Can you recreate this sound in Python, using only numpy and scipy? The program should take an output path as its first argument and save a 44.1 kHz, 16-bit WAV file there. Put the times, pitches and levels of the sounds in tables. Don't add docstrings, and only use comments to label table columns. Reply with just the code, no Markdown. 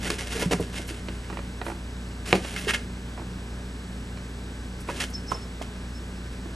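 import sys
import numpy as np
from scipy import signal
from scipy.fft import rfft, irfft
from scipy.io import wavfile

SR = 44100
rng = np.random.default_rng(int(sys.argv[2]) if len(sys.argv) > 2 else 0)


def transcribe(signal):
    frames = np.atleast_2d(signal).T
    limited = np.clip(frames, -1, 1)
    pcm = np.round(limited * 32767).astype(np.int16)
    wavfile.write(sys.argv[1], SR, pcm)


N = 288855
TIME = np.arange(N) / SR
FREQUENCY = np.fft.rfftfreq(N, 1 / SR)


def gain_of(db):
    return 10 ** (np.asarray(db) / 20)


def evened(x):
    return x / np.sqrt(np.mean(x ** 2) + 1e-20)


def read(points, hz):
    point_hz, value = np.transpose(points)
    return np.interp(np.log(hz + 1), np.log(point_hz + 1), value)


def fade(t, t60):
    return np.exp(-np.log(1000) * t / t60)


def add(mix, start_s, sound, pan_db=0):
    part = mix[:, max(round(start_s * SR), 0):][:, :len(sound)]
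    sides = gain_of([[pan_db / 2], [-pan_db / 2]])
    part += sides * sound[:part.shape[1]]


def colour(x, points):
    return irfft(rfft(x) * gain_of(read(points, FREQUENCY)), N)


def resonate(x, peaks):
    out = np.zeros_like(x)
    for pitch_hz, width_hz, level_db in peaks:
        b, a = signal.iirpeak(pitch_hz, pitch_hz / width_hz, SR)
        out += gain_of(level_db) * signal.lfilter(b, a, x)
    return out


def ring(modes, size=16000):
    t = np.arange(size) / SR
    out = np.zeros(size)
    for pitch_hz, level_db, t60_s in modes:
        out += gain_of(level_db) * fade(t, t60_s) * np.sin(2 * np.pi * pitch_hz * t)
    return out


def wander(cutoff_hz):
    smooth = np.exp(-(FREQUENCY / cutoff_hz) ** 2)
    return evened(irfft(rfft(rng.standard_normal(N)) * smooth, N))


def grains(per_s, spread_db):
    size = gain_of(spread_db * np.minimum(rng.exponential(1, N), 4))
    occurs = rng.random(N) < per_s / SR
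    return size * rng.standard_normal(N) * occurs


def stroke(t, length, rise_s, release_s):
    return (1 - np.exp(-t / rise_s)) * np.exp(-np.maximum(t - length, 0) / release_s)


def efforts(rows, rise_s, release_s):
    out = np.zeros(N)
    for start_s, length_s, level_db in rows:
        t = np.maximum(TIME - start_s, 0)
        out += gain_of(level_db) * stroke(t, length_s, rise_s, release_s)
    return out


# pitch_hz [Hz], left_right_likeness [0 to 1]
LIKENESS = [(60, 1), (300, 1), (700, 0.78), (1500, 0.5), (2500, 0.21), (3300, 0.081), (4200, 0.61),
            (7000, 1)]


def ports(a, b):
    same = np.clip(read(LIKENESS, FREQUENCY), 0, 1)
    mid = irfft(rfft(a) * np.sqrt((1 + same) / 2), N)
    side = irfft(rfft(b) * np.sqrt((1 - same) / 2), N)
    return np.array([mid + side, mid - side])


# pitch_hz [Hz], width_hz [Hz], level_db [dB]
BOARD_RESONANCES = [(333, 48, 25), (540, 320, 14.5), (870, 270, 8), (1440, 37, -7), (1890, 45, 11),
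                    (2410, 300, 6.5), (3980, 580, 8)]


def knock(low_hz, high_hz, t60, scatter=1.4, size=8000):
    waves = rng.standard_normal(size) * fade(np.arange(size) / SR, t60)
    waves *= scatter / np.linalg.norm(waves)
    waves[0] -= 1
    waves = signal.lfilter(*signal.butter(2, low_hz, "high", fs=SR), waves)
    waves = signal.lfilter(*signal.butter(3, high_hz, fs=SR), waves)
    waves += resonate(waves, BOARD_RESONANCES)
    return waves / np.linalg.norm(waves) * np.sqrt(0.0032 * SR)


# time_s [s], left_minus_right_db [dB]
STEREO_LEAN = [(.6, -1), (1.1, -6.5), (3.2, -4.5), (4.9, -0.5), (5.3, -12)]


def lean_at(s):
    return np.interp(s, *np.transpose(STEREO_LEAN))


# pitch_hz [Hz], level_db [dB rms before the drift]
HUM_LINES = [(59.2, -38.5), (91.8, -48.5), (118.5, -48.5), (182.5, -50.5), (185.6, -47.5), (236.6, -50),
             (259, -56), (413, -59.5), (472, -63), (591, -63.5), (1414, -70), (1534, -62), (1653, -63.5),
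             (1771, -68.5)]
# time_s [s], level_db [dB]
HUM_LEVEL = [(0, 1.5), (1.2, 1), (2.2, 1), (3.5, 0), (6.55, 0)]
# [dB, relative]
AIR_SPECTRUM = [(20, -3.5), (45, 2.5), (100, 0), (170, 2), (270, 0.5), (330, -3.5), (410, -3), (600, -10.5),
                (1100, -12), (1600, -12.5), (3000, -18), (5000, -19.5), (9000, -28), (12000, -31)]


def background(air_db=-41.5, lead_s=.00007, whine_hz=7867.2, frame_hz=29.97, whine_db=-61.5):
    hum = np.zeros(N)
    for pitch_hz, level_db in HUM_LINES:
        turns = rng.random() + np.cumsum(pitch_hz + .3 * wander(cutoff_hz=3)) / SR
        hum += np.sqrt(2) * gain_of(level_db) * np.sin(2 * np.pi * turns)
    drift_db = np.interp(TIME, *np.transpose(HUM_LEVEL))
    hum *= gain_of(drift_db + .5 * wander(cutoff_hz=5))
    rush = [evened(colour(noise, AIR_SPECTRUM)) for noise in rng.standard_normal((2, N))]
    air = hum + gain_of(air_db) * ports(*rush)
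    lead = np.gradient(air.mean(0)) * SR * lead_s / 2
    frame_time = TIME % (1 / frame_hz)
    whine = np.sqrt(2) * gain_of(whine_db) * np.sin(2 * np.pi * whine_hz * frame_time)
    return air + np.array([lead, -lead]) + whine


# start_s [s], length_s [s], level_db [dB]
BODY_PASSES = [(0, .12, -40), (.19, 0.26, -41), (.54, 0.11, -47), (.725, .07, -41.5), (.87, 0.06, -44),
               (1.05, 0.39, -54.5), (1.64, .06, -51), (2.256, 0.086, -35.5), (2.42, .31, -41.5),
               (4.87, 0.17, -45.5), (5.29, 0.07, -48)]
# [dB, relative]
FRICTION_SPECTRUM = [(100, -26), (400, -15), (900, -3), (1500, 2), (2600, 5), (4000, 2.5), (5500, 3),
                     (7000, 0.5), (9500, -1), (12000, -7.5)]
# pitch_hz [Hz], width_hz [Hz], level_db [dB]
FLAP_RESONANCES = [(1414, 63, -4), (1795, 360, 3.5), (2112, 54, 9), (2660, 240, 4), (3010, 72, 1.5),
                   (3250, 130, -9)]
# [dB, relative]
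PANEL_SPECTRUM = [(80, -3), (180, 7), (420, 10), (700, 3), (1100, -8.5), (1800, -20), (5000, -73)]


def brushing(flap_db=-6, body_db=-5, uneven_db=2, rise_s=0.0075, release_s=0.06):
    slips = evened(grains(per_s=9000, spread_db=2.5))
    slips += .55 * evened(grains(per_s=220, spread_db=2))
    fur = evened(colour(slips, FRICTION_SPECTRUM))
    fur += gain_of(flap_db) * evened(resonate(slips, FLAP_RESONANCES))
    fur += gain_of(body_db) * evened(colour(slips, PANEL_SPECTRUM))
    strength = efforts(BODY_PASSES, rise_s, release_s)
    return evened(fur) * strength * gain_of(uneven_db * wander(cutoff_hz=39))


# start_s [s], length_s [s], level_db [dB], low_body_db [dB against the hiss]
SLIDES = [(0.023, 0.059, -39, 1.5), (0.094, 0.026, -38.5, 3), (0.181, .012, -34.5, -11),
          (0.298, 0.047, -39.5, -10), (.35, 0.067, -38, 1), (.421, .011, -32.5, 6),
          (0.508, 0.026, -31.5, 5), (0.751, 0.029, -39, -22), (2.255, .003, -37.5, -10),
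          (2.348, 0.0069, -33.5, 11), (2.5615, 0.0026, -35, -16), (2.574, .011, -45, -12),
          (2.676, 0.033, -33, -4.5), (2.735, 0.0096, -29, -5), (4.875, .035, -47, 6),
          (4.953, 0.093, -41, -3), (4.999, 0.021, -33.5, -21), (5.313, .008, -41, 11),
          (5.617, 0.008, -40.5, -14), (6.327, .005, -48, -10)]
LEAN_FROM_S, LEAN_UNTIL_S = 2.5, 2.9
FLAP_NEAR_DB, FLAP_FAR_DB = 7.5, -5.5


def scrapes(rise_s=0.0016, release_s=0.0091, bite=0.29, bite_s=0.0011, swell=0.094, firm_db=-36):
    slips = grains(per_s=8000, spread_db=1.5)
    slips *= gain_of(2 * wander(cutoff_hz=88))
    hiss = evened(colour(slips, FRICTION_SPECTRUM))
    flap = evened(resonate(slips, FLAP_RESONANCES))
    body = evened(colour(slips, PANEL_SPECTRUM))
    out = np.zeros((2, N))
    for start_s, length_s, level_db, body_db in SLIDES:
        flap_db = FLAP_NEAR_DB if LEAN_FROM_S < start_s < LEAN_UNTIL_S else FLAP_FAR_DB
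        at = np.flatnonzero((TIME >= start_s) & (TIME < start_s + length_s + .1))
        t = TIME[at] - start_s
        swell_s = rise_s + swell * length_s * gain_of(firm_db - level_db)
        press = stroke(t, length_s, swell_s, release_s) * (1 + bite * np.exp(-t / bite_s))
        sound = hiss[at] + gain_of(flap_db) * flap[at] + gain_of(body_db) * body[at]
        add(out, start_s, gain_of(level_db) * press * sound)
    return out


# start_s [s], level_db [dB], favoured_hz [Hz, by the place of the push],
# spread_octaves [octaves], free_s [s until the kitten's body damps it]
PUSHES = [(.06, -27, 170, .3, .07), (0.351, -20.5, 487, 0.13, .03), (.431, -26, 1000, .2, .04),
          (0.4596, -14.5, 168, .3, .023), (.522, -20, 420, .25, .03), (0.541, -19.5, 170, .3, .024),
          (0.598, -17.5, 300, 1.28, 0.036), (.908, -31, 310, .2, .05), (2.67, -18.5, 391, .15, .03),
          (4.889, -20.5, 1000, .3, .02)]
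# pitch_hz [Hz], level_db [dB, relative], t60_s [s]
PANEL_MODES = [(96.5, 1, 0.23), (169, 0, 0.16), (315, 1, 0.046), (406, 0.5, 0.067), (460, -1.5, 0.094),
               (614, -3, 0.068), (985, -3.5, .08)]
PUSH_S = 0.0014


def booms(damping_s=.004):
    out = np.zeros((2, N))
    for start_s, level_db, favoured_hz, octaves, free_s in PUSHES:
        boom = 0
        for mode in PANEL_MODES:
            distance = np.log2(mode[0] / favoured_hz) / octaves
            boom = boom + np.exp(-distance ** 2) * ring([mode])
        boom *= stroke(TIME[:len(boom)], free_s, PUSH_S, damping_s)
        add(out, start_s, gain_of(level_db) * boom, lean_at(start_s))
    return out


# start_s [s], level_db [dB],
# contact_hz [Hz, upper limit of the first touch], t60_s [s], patter_s [s]
PAW_KNOCKS = [(.103, -20.5, 9300, 0.018, 0), (0.369, -36, 9000, 0.02, 0), (.4231, -28.5, 700, .055, 0),
              (0.5115, -25.5, 2620, 0.043, .031), (.795, -31, 790, .066, 0), (.908, -31, 600, 0.073, 0),
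              (1.0855, -29.5, 3630, 0.04, 0), (1.3007, -31, 2520, .06, 0.027),
              (1.372, -30.5, 2800, 0.044, 0.018), (1.6154, -27, 2410, .026, 0.00026),
              (1.6649, -27, 2490, 0.033, 0.053), (2.448, -30.5, 3620, 0.032, 0),
              (3.1768, -32.5, 1960, 0.057, .041), (4.173, -39, 4000, .05, 0),
              (4.888, -24.5, 2300, 0.071, .011), (5.349, -35.5, 900, .067, 0),
              (5.6136, -30, 1040, 0.024, 0), (6.458, -34.5, 890, 0.021, 0)]
# pitch_hz [Hz], level_db [dB against the knock], t60_s [s]
BOX_AIR = [(333, -15, 0.15)]


def knocks(gap_s=.02, touch_db=-1.5, touch_dulling=0.85):
    out = np.zeros((2, N))
    for start_s, level_db, contact_hz, t60_s, patter_s in PAW_KNOCKS:
        touches = 1 + round(abs(patter_s) / gap_s)
        for k, at in enumerate(np.linspace(start_s, start_s + patter_s, touches)):
            high_hz = contact_hz * touch_dulling ** k
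            gain = gain_of(level_db + k * touch_db)
            low_hz = 400 * (high_hz / 2300) ** .55
            add(out, at, gain * knock(low_hz, high_hz, t60_s), lean_at(at))
            if at < SLAP_S:
                add(out, at, gain * ring(BOX_AIR))
    return out


# middle_s [s], half_length_s [s, to 1/e], level_db [dB]
FUR_SWISHES = [(0.41, .022, -38), (0.609, 0.0073, -38.5), (0.88, 0.008, -40.5), (1.67, 0.038, -47),
               (2.6, .02, -43), (4.812, .012, -45), (5.107, .012, -48)]


def swishes(low_hz=6000):
    flicks = grains(per_s=14000, spread_db=3.5)
    fizz = signal.lfilter(*signal.butter(2, low_hz, "high", fs=SR), flicks)
    strength = np.zeros(N)
    for middle_s, half_length_s, level_db in FUR_SWISHES:
        strength += gain_of(level_db) * np.exp(-((TIME - middle_s) / half_length_s) ** 2)
    return evened(fizz) * strength


# pitch_hz [Hz], level_db [dB before the bass cut], t60_s [s]
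FLAP_MODES = [(134, -36, 0.088), (189, -13.5, 0.076), (374, -16.5, 0.079), (493, -13.5, 0.085),
              (555, -21, 0.059), (772, -15, 0.057), (822, -24, .08), (1000, -25, 0.087), (1243, -23, .05)]
# pitch_hz [Hz], level_db [dB], t60_s [s]
EDGE_MODES = [(1950, -17, 0.0058), (2310, -8.5, 0.0068), (2640, -18, .014)]
SLAP_S = 2.3286


def slap(crack_db=-13.0, flex_db=-26, rebound_s=0.00052, lowest_hz=125):
    out = np.zeros((2, N))
    crack = knock(low_hz=860, high_hz=3100, t60=0.012, scatter=0.3)
    add(out, SLAP_S, gain_of(crack_db) * crack)
    add(out, SLAP_S, -ring(EDGE_MODES))
    bass_cut = signal.butter(2, lowest_hz, "high", fs=SR)
    panel = signal.lfilter(*bass_cut, ring(FLAP_MODES))
    flex = knock(low_hz=300, high_hz=800, t60=.08, scatter=3, size=len(panel))
    add(out, SLAP_S + rebound_s, panel + gain_of(flex_db) * flex)
    return out


# [dB, of the ring]
COLLAR_SHAKES = [(5.143, 0.013, -30), (5.168, 0.014, -40), (5.257, 0.018, -58), (5.279, 0.028, -38.5),
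                 (5.341, 0.0093, -34), (5.36, 0.023, -52), (5.415, .02, -49), (5.942, 0.042, -50.5),
                 (6.163, .018, -56)]


def collar(tag_hz=5300, swell_s=.003, release_s=0.0062, waver_hz=28, chatter_db=-13, lead_s=0.013):
    link = [(5500, 1100, 0)]
    chatter = resonate(resonate(grains(per_s=4000, spread_db=2), link), link)
    pitch_hz = tag_hz + waver_hz * wander(cutoff_hz=197.7)
    tone = np.sin(2 * np.pi * np.cumsum(pitch_hz) / SR)
    shake = efforts(COLLAR_SHAKES, swell_s, release_s)
    early_shake = np.interp(TIME + lead_s, TIME, shake)
    return shake * tone + gain_of(chatter_db) * early_shake * evened(chatter)


# pitch_hz [Hz], level_db [dB before the soft onset], t60_s [s]
LANDING_MODES = [(635, -18, 0.023), (1045, -12.5, 0.025), (1280, -17, .028)]
LANDING_S = 5.3175


def landing():
    out = np.zeros((2, N))
    hollow = ring(LANDING_MODES)
    hollow *= 1 - np.exp(-TIME[:len(hollow)] / PUSH_S)
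    add(out, LANDING_S, hollow, lean_at(LANDING_S))
    return out


# pitch_hz [Hz], t60_s [s]
ROOM_DECAY = [(150, 0.3), (600, 0.23), (2500, 0.19), (10000, 0.2)]


def room(x, delay_s=0.0019, size=16000):
    hz, t, z = signal.stft(rng.standard_normal((2, size)), SR, nperseg=256)
    decay = fade(t, read(ROOM_DECAY, hz)[:, None])
    tails = signal.istft(z * decay, SR, nperseg=256)[1]
    tails *= np.clip(TIME[:tails.shape[1]] / delay_s - 1, 0, 1)
    echoes = [signal.fftconvolve(x, tail / np.linalg.norm(tail))[:N] for tail in tails]
    return ports(*echoes)


def scene(room_db=-9):
    kitten = brushing() + scrapes() + booms() + knocks() + swishes() + slap() + collar() + landing()
    return kitten + gain_of(room_db) * room(kitten.mean(0)) + background()


# pitch_hz [Hz], gain_db [dB on left minus right]
SIDE_GAIN = [(55, -7), (120, 0), (200, -2.5), (500, -3.5), (900, 0.5), (2500, -1), (3800, -0.5),
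             (4200, -40.5), (12000, -38)]


def record(dry, port_hz=3200, port_width_hz=800, port_db=-3, edge_hz=12150):
    mid, side = dry.mean(0), (dry[0] - dry[1]) / 2
    port = resonate(mid, [(port_hz, port_width_hz, port_db)])
    side = colour(side - signal.hilbert(port).imag, SIDE_GAIN)
    clipped = np.clip([mid + side, mid - side], -1, 1)
    band_limit = signal.firwin(301, edge_hz, window=("kaiser", 8), fs=SR)
    return signal.oaconvolve(clipped, band_limit[None], "same")


dry = scene()
out = record(dry)
transcribe(out)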